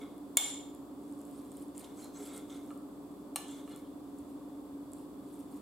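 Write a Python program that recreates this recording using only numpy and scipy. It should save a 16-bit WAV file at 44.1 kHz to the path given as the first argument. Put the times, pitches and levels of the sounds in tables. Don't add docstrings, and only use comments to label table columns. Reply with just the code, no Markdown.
import sys
import numpy as np
from scipy import signal
from scipy.fft import rfft, irfft
from scipy.io import wavfile
from scipy.ndimage import uniform_filter1d

SR = 44100
rng = np.random.default_rng(int(sys.argv[2]) if len(sys.argv) > 2 else 0)


def dump_mix(stems):
    frames = np.atleast_2d(stems).T
    limited = np.clip(frames, -1, 1)
    pcm = np.round(limited * 32767).astype(np.int16)
    wavfile.write(sys.argv[1], SR, pcm)


N = 247401
TIME = np.arange(N) / SR
TOP_HZ = 15900
# (frequency [Hz], level [dB])
SNAP_COLOUR = [(500, -26), (4000, -19), (6200, -17.5), (7500, -0.5), (9000, -6), (11500, -5.5),
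               (14000, -13.5), (16000, -29.5)]


def amp(db):
    return 10 ** (np.asarray(db) / 20)


def unit(x):
    return x / np.sqrt(np.mean(x ** 2) + 1e-20)


def read(points, hz):
    table_hz, value = np.transpose(points)
    return np.interp(np.log(hz + 1), np.log(table_hz + 1), value)


def add(mix, start_s, sound):
    part = mix[..., max(round(start_s * SR), 0):][..., :sound.shape[-1]]
    part += sound[..., :part.shape[-1]]


def through(x, response):
    return unit(signal.oaconvolve(x, response)[:N])


def click(colour, size=1024):
    log_gain = np.log(amp(read(colour, abs(np.fft.fftfreq(size, 1 / SR)))))
    pulse = np.fft.ifft(np.exp(np.conj(signal.hilbert(log_gain)))).real
    return pulse / abs(pulse).max()


def burst(colour, decay_s, size=1024):
    t = np.arange(size) / SR
    flurry = rng.standard_normal(size) * np.exp(-t / decay_s)
    even = irfft(np.exp(1j * np.angle(rfft(flurry))))
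    sound = signal.fftconvolve(even * np.exp(-t / (4 * decay_s)), click(colour))
    return sound / np.linalg.norm(sound)


def ring(tones, size=11025):
    t = np.arange(size) / SR
    return sum((-1) ** k * amp(db - 60 * t / ring_s) * np.cos(2 * np.pi * hz * t)
               for k, (hz, db, ring_s) in enumerate(tones))


def grains(per_s, spread_db):
    strength = amp(spread_db * np.minimum(rng.exponential(1, N), 4))
    return strength * rng.choice([-1, 1], N) * (rng.random(N) < per_s / SR)


def pops(per_s, spread_db, cycles, low_hz, count=64, size=128):
    hz = np.geomspace(low_hz, TOP_HZ, count)[:, None]
    turns = hz * np.arange(size) / SR
    shapes = hz * turns * np.exp(-2 * turns / cycles) * np.sin(2 * np.pi * turns)
    clicks, pitch = grains(per_s, spread_db), rng.integers(count, size=N)
    starts = np.flatnonzero(clicks)
    places = starts[:, None] + np.arange(size)
    sounds = clicks[starts, None] * shapes[pitch[starts]]
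    return unit(np.bincount(places.ravel(), sounds.ravel(), N)[:N])


def waver(below_hz):
    slow = np.fft.rfftfreq(N, 1 / SR) < below_hz
    return unit(irfft(rfft(rng.standard_normal(N)) * slow, N))


def uneven(depth_db, per_s):
    step = np.cumsum(rng.random(N) < per_s / SR)
    heights = np.clip(rng.standard_normal(N), -2, 2)
    return unit(uniform_filter1d(amp(depth_db * heights[step]), size=64))


def pushes(rows, attack_s, release_s, growth_db=0):
    gain, t = np.zeros(N), np.arange(SR) / SR
    for start, length, db in rows:
        held = amp(db + growth_db * (np.minimum(t / length, 1) - .5))
        shape = np.minimum(t / attack_s, 1) * held * np.exp(-np.maximum(t - length, 0) / release_s)
        gain += np.interp(TIME, start + t, shape, 0, 0)
    return gain


def left_right(mid, side, likeness):
    mid, side = mid * np.sqrt(1 + likeness), side * np.sqrt(1 - likeness)
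    return np.array([mid + side, mid - side])


def steady_noise(gain):
    # (frequency [Hz], likeness [0-1])
    likeness = [(60, 0.8), (130, 0.76), (290, 0.91), (640, 0.53), (1400, 0.47), (3000, 0.09), (8000, 0.22),
                (15000, 0)]
    hz = np.fft.rfftfreq(N, 1 / SR)
    mid, side = rfft(rng.standard_normal((2, N)))
    return unit(irfft(left_right(mid, side, read(likeness, hz)) * gain, N))


def fan(air_db=-53, drone_db=-51, drone_hz=279, width_hz=22, hiss_db=-66, speed_wander=0.00389):
    # (frequency [Hz], level [dB])
    air_colour = [(20, -35.5), (45, -40), (70, -7.5), (110, -6.5), (160, -1), (250, 4), (330, -2), (390, 3),
                  (470, -4), (550, -0.5), (650, -8), (1130, -8), (1400, -20), (2000, -32.5)]
    # (pitch [Hz], level [dB])
    hum_tones = [(59.4, -72.5), (199, -68), (255, -75), (283.4, -53), (298, -53), (348.3, -62.5),
                 (415.3, -65), (712.4, -69)]
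    # (frequency [Hz], level [dB])
    hiss_colour = [(500, 10), (1800, 2.5), (2600, 0), (3200, 1), (3480, 10), (3800, -0.5), (4600, 3.5),
                   (5700, -9), (6700, -5), (7500, 6), (10000, 1), (13000, 3.5), (15200, -8.5), (16000, 2)]
    hz = np.fft.rfftfreq(N, 1 / SR)
    air = amp(air_db) * steady_noise(amp(read(air_colour, hz)))
    drone = amp(drone_db) * steady_noise(1 / (1 + ((hz - drone_hz) / (0.71 * width_hz)) ** 2))
    hum = np.zeros(N)
    for pitch_hz, db in hum_tones:
        turns = pitch_hz * np.cumsum(1 + speed_wander * waver(below_hz=4)) / SR + rng.random()
        hum += amp(db) * np.sqrt(2) * np.sin(2 * np.pi * turns)
    hiss = amp(hiss_db) * steady_noise(amp(read(hiss_colour, hz)))
    return air + drone + hum + hiss


def room(x, build_s=0.003, size=44100):
    # (frequency [Hz], time to fade by 60 dB [s])
    ring_times = [(250, 1), (1000, 0.48), (3500, 0.58), (7200, 0.52), (10000, 0.46), (15000, 0.25)]
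    # (frequency [Hz], likeness [0-1])
    likeness = [(300, 0.84), (1400, 0.5), (3300, 0.56), (5500, 0.3), (7200, 0), (15000, 0.01)]
    # (delay [s], level [dB])
    echoes = [(.0097, -15.5), (0.0197, -18.5), (.029, -15.5)]
    # (frequency [Hz], level [dB])
    room_colour = [(500, -3), (3500, -3.5), (7200, -5), (8200, -7), (9500, -6.5), (12000, -6),
                   (15000, -5.5)]
    hz, t, (mid, side) = signal.stft(rng.standard_normal((2, size)), SR, nperseg=256)
    noise = left_right(mid, side, read(likeness, hz)[:, None])
    decay = amp(-60 * t / read(ring_times, hz)[:, None])
    tail = signal.istft(noise * decay, SR, nperseg=256)[1][:, :size]
    tail *= 1 - np.exp(-np.arange(size) / SR / build_s)
    tail /= np.linalg.norm(tail[0])
    for delay, db in echoes:
        add(tail, delay, amp([db]))
    tone = click(room_colour)
    tail = signal.lfilter(tone / abs(rfft(tone)).max(), [1], tail)
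    return signal.fftconvolve(x[None], tail, axes=1)[:, :N]


def bumps(swell_s=0.02, size=8000):
    # (time [s], level [dB], pitch [Hz])
    sways = [(0.75, -64.5, 80.2), (1.388, -66.5, 77), (2.19, -45, 409), (4.206, -57.5, 82)]
    out, t = np.zeros(N), np.arange(size) / SR
    swell = t / swell_s * np.exp(1 - t / swell_s)
    for start, db, hz in sways:
        add(out, start, amp(db) * swell * np.sin(2 * np.pi * hz * t))
    return out


def pings(swell_s=0.011, size=16384):
    # (time [s], level [dB], pitch [Hz], ring time [s])
    tones = [(0.002, -59.5, 2224, 0.27), (2.018, -55, 4150, 0.22), (2.146, -58, 4170, .14),
             (3.706, -61, 4170, 0.4), (3.708, -58, 2910, 0.14), (3.726, -54, 3400, 0.08),
             (3.767, -60, 1735, 0.069)]
    out, t = np.zeros(N), np.arange(size) / SR
    swell = np.minimum(t / swell_s, 1)
    for start, db, hz, ring_s in tones:
        add(out, start, swell * amp(db - 60 * t / ring_s) * np.sin(2 * np.pi * hz * t))
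    return out


def dragging(swell_s=0.0083, release_s=.01, size=16384):
    # (time [s], length [s], level [dB], first pitch [Hz], last pitch [Hz], pitch spread [Hz])
    drags = [(1.833, 0.019, -68, 3010, 3400, 500), (1.99, 0.034, -67, 7400, 7600, 350),
             (2.192, 0.13, -63, 7570, 7760, 450), (2.248, 0.11, -68, 3413, 3750, 400),
             (2.328, .05, -59, 9300, 8560, 1600), (2.496, 0.059, -69, 3510, 3630, 450),
             (2.499, .07, -75, 9400, 9400, 400), (3.497, .03, -63, 7370, 7500, 400),
             (3.435, .1, -63.5, 3030, 3500, 700), (3.55, 0.094, -71, 3430, 3600, 350),
             (3.843, 0.027, -71, 3180, 3200, 450)]
    out, t = np.zeros(N), np.arange(size) / SR
    for start, length, db, first_hz, last_hz, width_hz in drags:
        friction = [1, 1j] @ rng.standard_normal((2, size))
        memory = np.exp(-np.pi * width_hz / SR)
        smoothed = signal.lfilter([1], [1, -2 * memory, memory ** 2], friction)
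        flutter = unit(smoothed.view(float)).view(complex)
        pitch_hz = np.interp(t, [0, length], [first_hz, last_hz])
        tone = np.exp(2j * np.pi * np.cumsum(pitch_hz) / SR)
        shape = np.minimum(t / swell_s, 1) * np.exp(-np.maximum(t - length, 0) / release_s)
        add(out, start, amp(db) * shape * (flutter * tone).real)
    return out


def scraping(rasp_db=4, judder_db=1, sing_db=-2, bite_s=0.032, lift_s=0.051):
    # (time [s], length [s], rasp [dB], judder [dB], singing [dB])
    strokes = [(-0.04, 0.06, -67.5, -59, -87), (1.782, 0.081, -68, -71, -85),
               (1.956, 0.09, -63.5, -76, -66), (2.129, 0.098, -63.5, -65.5, -58.5),
               (2.262, 0.11, -67, -62, -74), (2.473, 0.08, -65, -64.5, -67), (3.46, 0.13, -67, -68, -66),
               (3.677, 0.051, -71, -65, -78)]
    # (frequency [Hz], level [dB])
    rasp_colour = [(300, 9), (500, 23.5), (1200, 12), (1800, 5), (2700, -0.5), (3500, 5), (5200, 2.5),
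                   (6300, 4.5), (7700, 7), (10000, 4), (13000, -0.5), (16000, -13)]
    # (pitch [Hz], level [dB], ring time [s])
    judder_tones = [(425, 4, 0.03), (1375, -1, 0.0298), (1680, -13.5, 0.015), (2140, -2.5, 0.023),
                    (3430, 2, 0.014), (3900, -6, 0.015), (9500, -24.5, 0.0081)]
    # (pitch [Hz], level [dB], ring time [s])
    song_tones = [(6280, -2.5, 0.013), (7800, 6, 0.019), (7800, 4, 0.011), (8800, -34, 0.03)]
    slips = grains(per_s=530, spread_db=-4.0)
    grit = pops(per_s=7000, spread_db=2.5, cycles=6, low_hz=600, size=256)
    rasp = amp(rasp_db) * through(grit, click(rasp_colour)) * uneven(depth_db=1.2, per_s=200)
    judder = amp(judder_db) * through(slips, ring(judder_tones))
    song = amp(sing_db) * through(slips, ring(song_tones))
    start, length, rasp_levels, judder_levels, song_levels = np.transpose(strokes)
    return (rasp * pushes(zip(start, length, rasp_levels), bite_s, lift_s)
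            + judder * pushes(zip(start, length, judder_levels), bite_s, lift_s, growth_db=8)
            + song * pushes(zip(start, length, song_levels), bite_s, lift_s, growth_db=-8))


def touched_spot(sound, spot_hz, falloff_db, size=1024):
    padded = np.pad(sound, size)
    hz = np.fft.rfftfreq(len(padded), 1 / SR)
    octaves_away = np.log2((hz + 1) / spot_hz)
    return size / SR, irfft(rfft(padded) * amp(-abs(falloff_db * octaves_away)), len(padded))


def knocks(chatter_db=7.0):
    # (time [s], blade [dB], plate [dB], crack [dB], favoured pitch [Hz],
    # fall-off [dB per octave], chatter fade [s], ring into room [dB], crack into room [dB])
    landings = [(0.3708, -3, -28, -2.5, 7140, 1, 0.0046, -5.5, -3.5),
                (1.844, -56, -56, -29.5, 3440, 7.5, .006, -6, -4),
                (2.498, -37.5, -61, -52, 3460, 17, .005, -4, -6),
                (2.705, -62, -41.5, -53, 1380, 12, .004, -8, -5),
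                (2.7116, -61, -34.5, -54, 1280, 43, .004, -3, -4),
                (3.3592, -39.5, -31, -19.5, 1410, 0, 0.0083, -6, -3.5),
                (3.418, -62, -62, -39, 8500, 7, .004, 3, 3), (3.482, -52, -62, -37, 7400, 11, .005, -6, 4),
                (3.513, -50, -57, -44, 7400, 10, .005, 5, -4),
                (3.676, -58, -46.5, -48, 1390, 7.5, .006, 1, 0)]
    blade_hz = [2202, 2890, 3264, 3490, 3572, 3700, 6900, 7180, 7520, 8080, 8590, 9130, 9490, 9900, 11750,
                14590]
    # (level [dB], ring time [s])
    blade_fades = [(-21.5, 0.068), (-23, 0.034), (-15.5, 0.028), (-21.5, 0.075), (-22, 0.11), (-31, 0.021),
                   (-24, 0.008), (-2, 0.022), (-10.5, 0.017), (-9.5, 0.0073), (-14, .02), (-17.5, .02),
                   (-8.5, 0.022), (-14.5, 0.012), (-11, 0.0085), (-11, 0.012)]
    plate_hz = [790, 1152, 1300, 1741, 2330, 2509, 2780, 3020, 3900, 4170, 5530, 6510, 7980, 8622, 9700,
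                10340, 11170, 13600, 14110]
    # (level [dB], ring time [s])
    plate_fades = [(-3.5, 0.034), (-6.5, 0.05), (-9.5, 0.0409), (-15.5, 0.12), (-4, 0.013), (-17, 0.03),
                   (-8.5, 0.035), (-12, 0.056), (-14, 0.0301), (-8.5, 0.086), (-18, 0.1), (-11.5, 0.061),
                   (0.5, .02), (2.5, 0.026), (0.5, .012), (-5.5, 0.072), (-15.5, 0.0219), (-0.5, .015),
                   (-11.5, .035)]
    # (frequency [Hz], level [dB])
    crack_colour = [(150, -25), (420, -5), (800, -0.5), (1200, -6.5), (1800, -11), (2500, -12), (3000, -7),
                    (3900, -4.5), (4600, -10.5), (5500, -8.5), (7500, -2.5), (9800, -2.5), (10500, -6),
                    (11800, -3.5), (12600, -11), (14700, -14.5), (16000, -20.5)]
    # (frequency [Hz], left minus right [dB])
    beam = [(700, 3.5), (1300, -1.5), (4400, -3), (6000, -2.5), (7200, 1.5), (8200, 2), (9500, 15.5),
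            (10500, -3), (12000, -3)]
    blade = ring(np.column_stack([blade_hz, blade_fades]))
    plate = ring(np.column_stack([plate_hz, plate_fades]))
    even_crack = click(crack_colour)
    even_crack /= np.linalg.norm(even_crack)
    direct, rings, cracks = np.zeros((3, N))
    for (start, blade_db, plate_db, crack_db, spot_hz, falloff_db,
         chatter_s, ring_room_db, crack_room_db) in landings:
        ringing = amp(blade_db) * blade + amp(plate_db) * plate
        force = amp(crack_db + chatter_db)
        for path, sound in [(direct, ringing),
                            (direct, force * burst(crack_colour, chatter_s)),
                            (rings, amp(ring_room_db) * ringing),
                            (cracks, amp(crack_room_db) * force * even_crack)]:
            lead_s, coloured = touched_spot(sound, spot_hz, falloff_db)
            add(path, start - lead_s, coloured)
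    beam_db = read(beam, np.fft.rfftfreq(N, 1 / SR))
    return irfft(rfft(direct) * amp([beam_db / 2, -beam_db / 2]), N), rings, cracks


def snaps(snap_db=-1, tear_s=0.00066, falloff_db=16):
    # (time [s], level [dB], pitch [Hz])
    breaks = [(0.179, -48, 11500), (0.748, -40.5, 10000), (1.1131, -51, 9000), (1.124, -45, 9200),
              (1.1894, -48, 8500), (1.2136, -44, 7300), (1.2507, -46.5, 8000), (1.3113, -43.5, 11000),
              (1.517, -40.5, 8000), (1.569, -39.5, 10000), (1.6815, -49.5, 8700), (1.778, -29.5, 8400),
              (1.8115, -50, 8800), (2.043, -39, 11000), (2.1926, -47, 8000), (2.272, -41, 10500),
              (2.364, -43, 9300), (2.376, -34.5, 8650), (2.661, -50, 9420), (2.7748, -47, 10040),
              (3.1158, -51, 10500), (3.76, -39, 10300), (4.185, -47, 9000), (4.9177, -47.5, 9000),
              (4.9329, -35, 8200), (4.9667, -49, 9000)]
    out = np.zeros(N)
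    for start, db, pitch_hz in breaks:
        colour = [(hz, level - falloff_db * min(abs(np.log2(hz / pitch_hz)), .5))
                  for hz, level in SNAP_COLOUR]
        tear = burst(colour, tear_s)
        add(out, start + 0.0013, amp(db + snap_db) * tear / abs(tear).max())
    return out


def cutting(crackle_db=-4.0, tick_db=-12.0):
    # (time [s], length [s], level [dB])
    cuts = [(1.0, 0.42, -66.5), (1.44, 0.12, -65.5), (1.562, 0.064, -63), (1.742, 0.064, -57),
            (1.93, 0.096, -63), (2.175, 0.088, -56.5), (2.32, 0.048, -60), (2.49, 0.26, -69),
            (3.647, 0.13, -64), (4.156, 0.026, -68.5), (4.27, 0.04, -72), (4.92, 0.078, -67.5),
            (5.229, 0.18, -65.5), (5.473, 0.1, -65)]
    # (frequency [Hz], level [dB])
    wet_colour = [(500, -39), (1500, -9), (4000, -5), (6200, -9.5), (7500, -0.5), (9000, 2), (11500, -5),
                  (14000, -6), (16000, -38)]
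    thin = pops(per_s=4800, spread_db=3.3, cycles=4, low_hz=1000)
    thick = pops(per_s=130, spread_db=3, cycles=5, low_hz=6500)
    crackle = amp(crackle_db) * through(thin, click(wet_colour)) * uneven(depth_db=1.5, per_s=56)
    ticks = amp(tick_db) * through(thick, click(SNAP_COLOUR))
    return pushes(cuts, attack_s=0.012, release_s=0.031, growth_db=8) * (crackle + ticks)


def scene(scrape_room_db=-6, meat_room_db=-7, ping_room_db=-13, balance_db=-0.47):
    hits, rings, cracks = knocks()
    scrape = scraping() + dragging()
    meat = cutting() + snaps()
    ping = pings()
    reflections = room(rings + amp(ping_room_db) * ping)
    reflections += room(cracks + amp(scrape_room_db) * scrape + amp(meat_room_db) * meat)
    mix = hits + scrape + meat + ping + bumps() + reflections + fan()
    return mix * amp([[balance_db / 2], [-balance_db / 2]])


def record(dry, threshold_db=-30, slope=0.306, recovery_db_per_s=55):
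    power = uniform_filter1d((dry ** 2).mean(0), size=64)
    excess_db = np.maximum(10 * np.log10(abs(power) + 1e-12) - threshold_db, 0)
    recovery_db = TIME * recovery_db_per_s
    dip_db = np.maximum.accumulate(slope * excess_db + recovery_db) - recovery_db
    dipped = dry / amp(uniform_filter1d(dip_db, size=32))
    treble_cut = signal.firwin(511, TOP_HZ, window=("kaiser", 9), fs=SR)
    return signal.oaconvolve(dipped, treble_cut[None], "same")


dry = scene()
out = record(dry)
dump_mix(out)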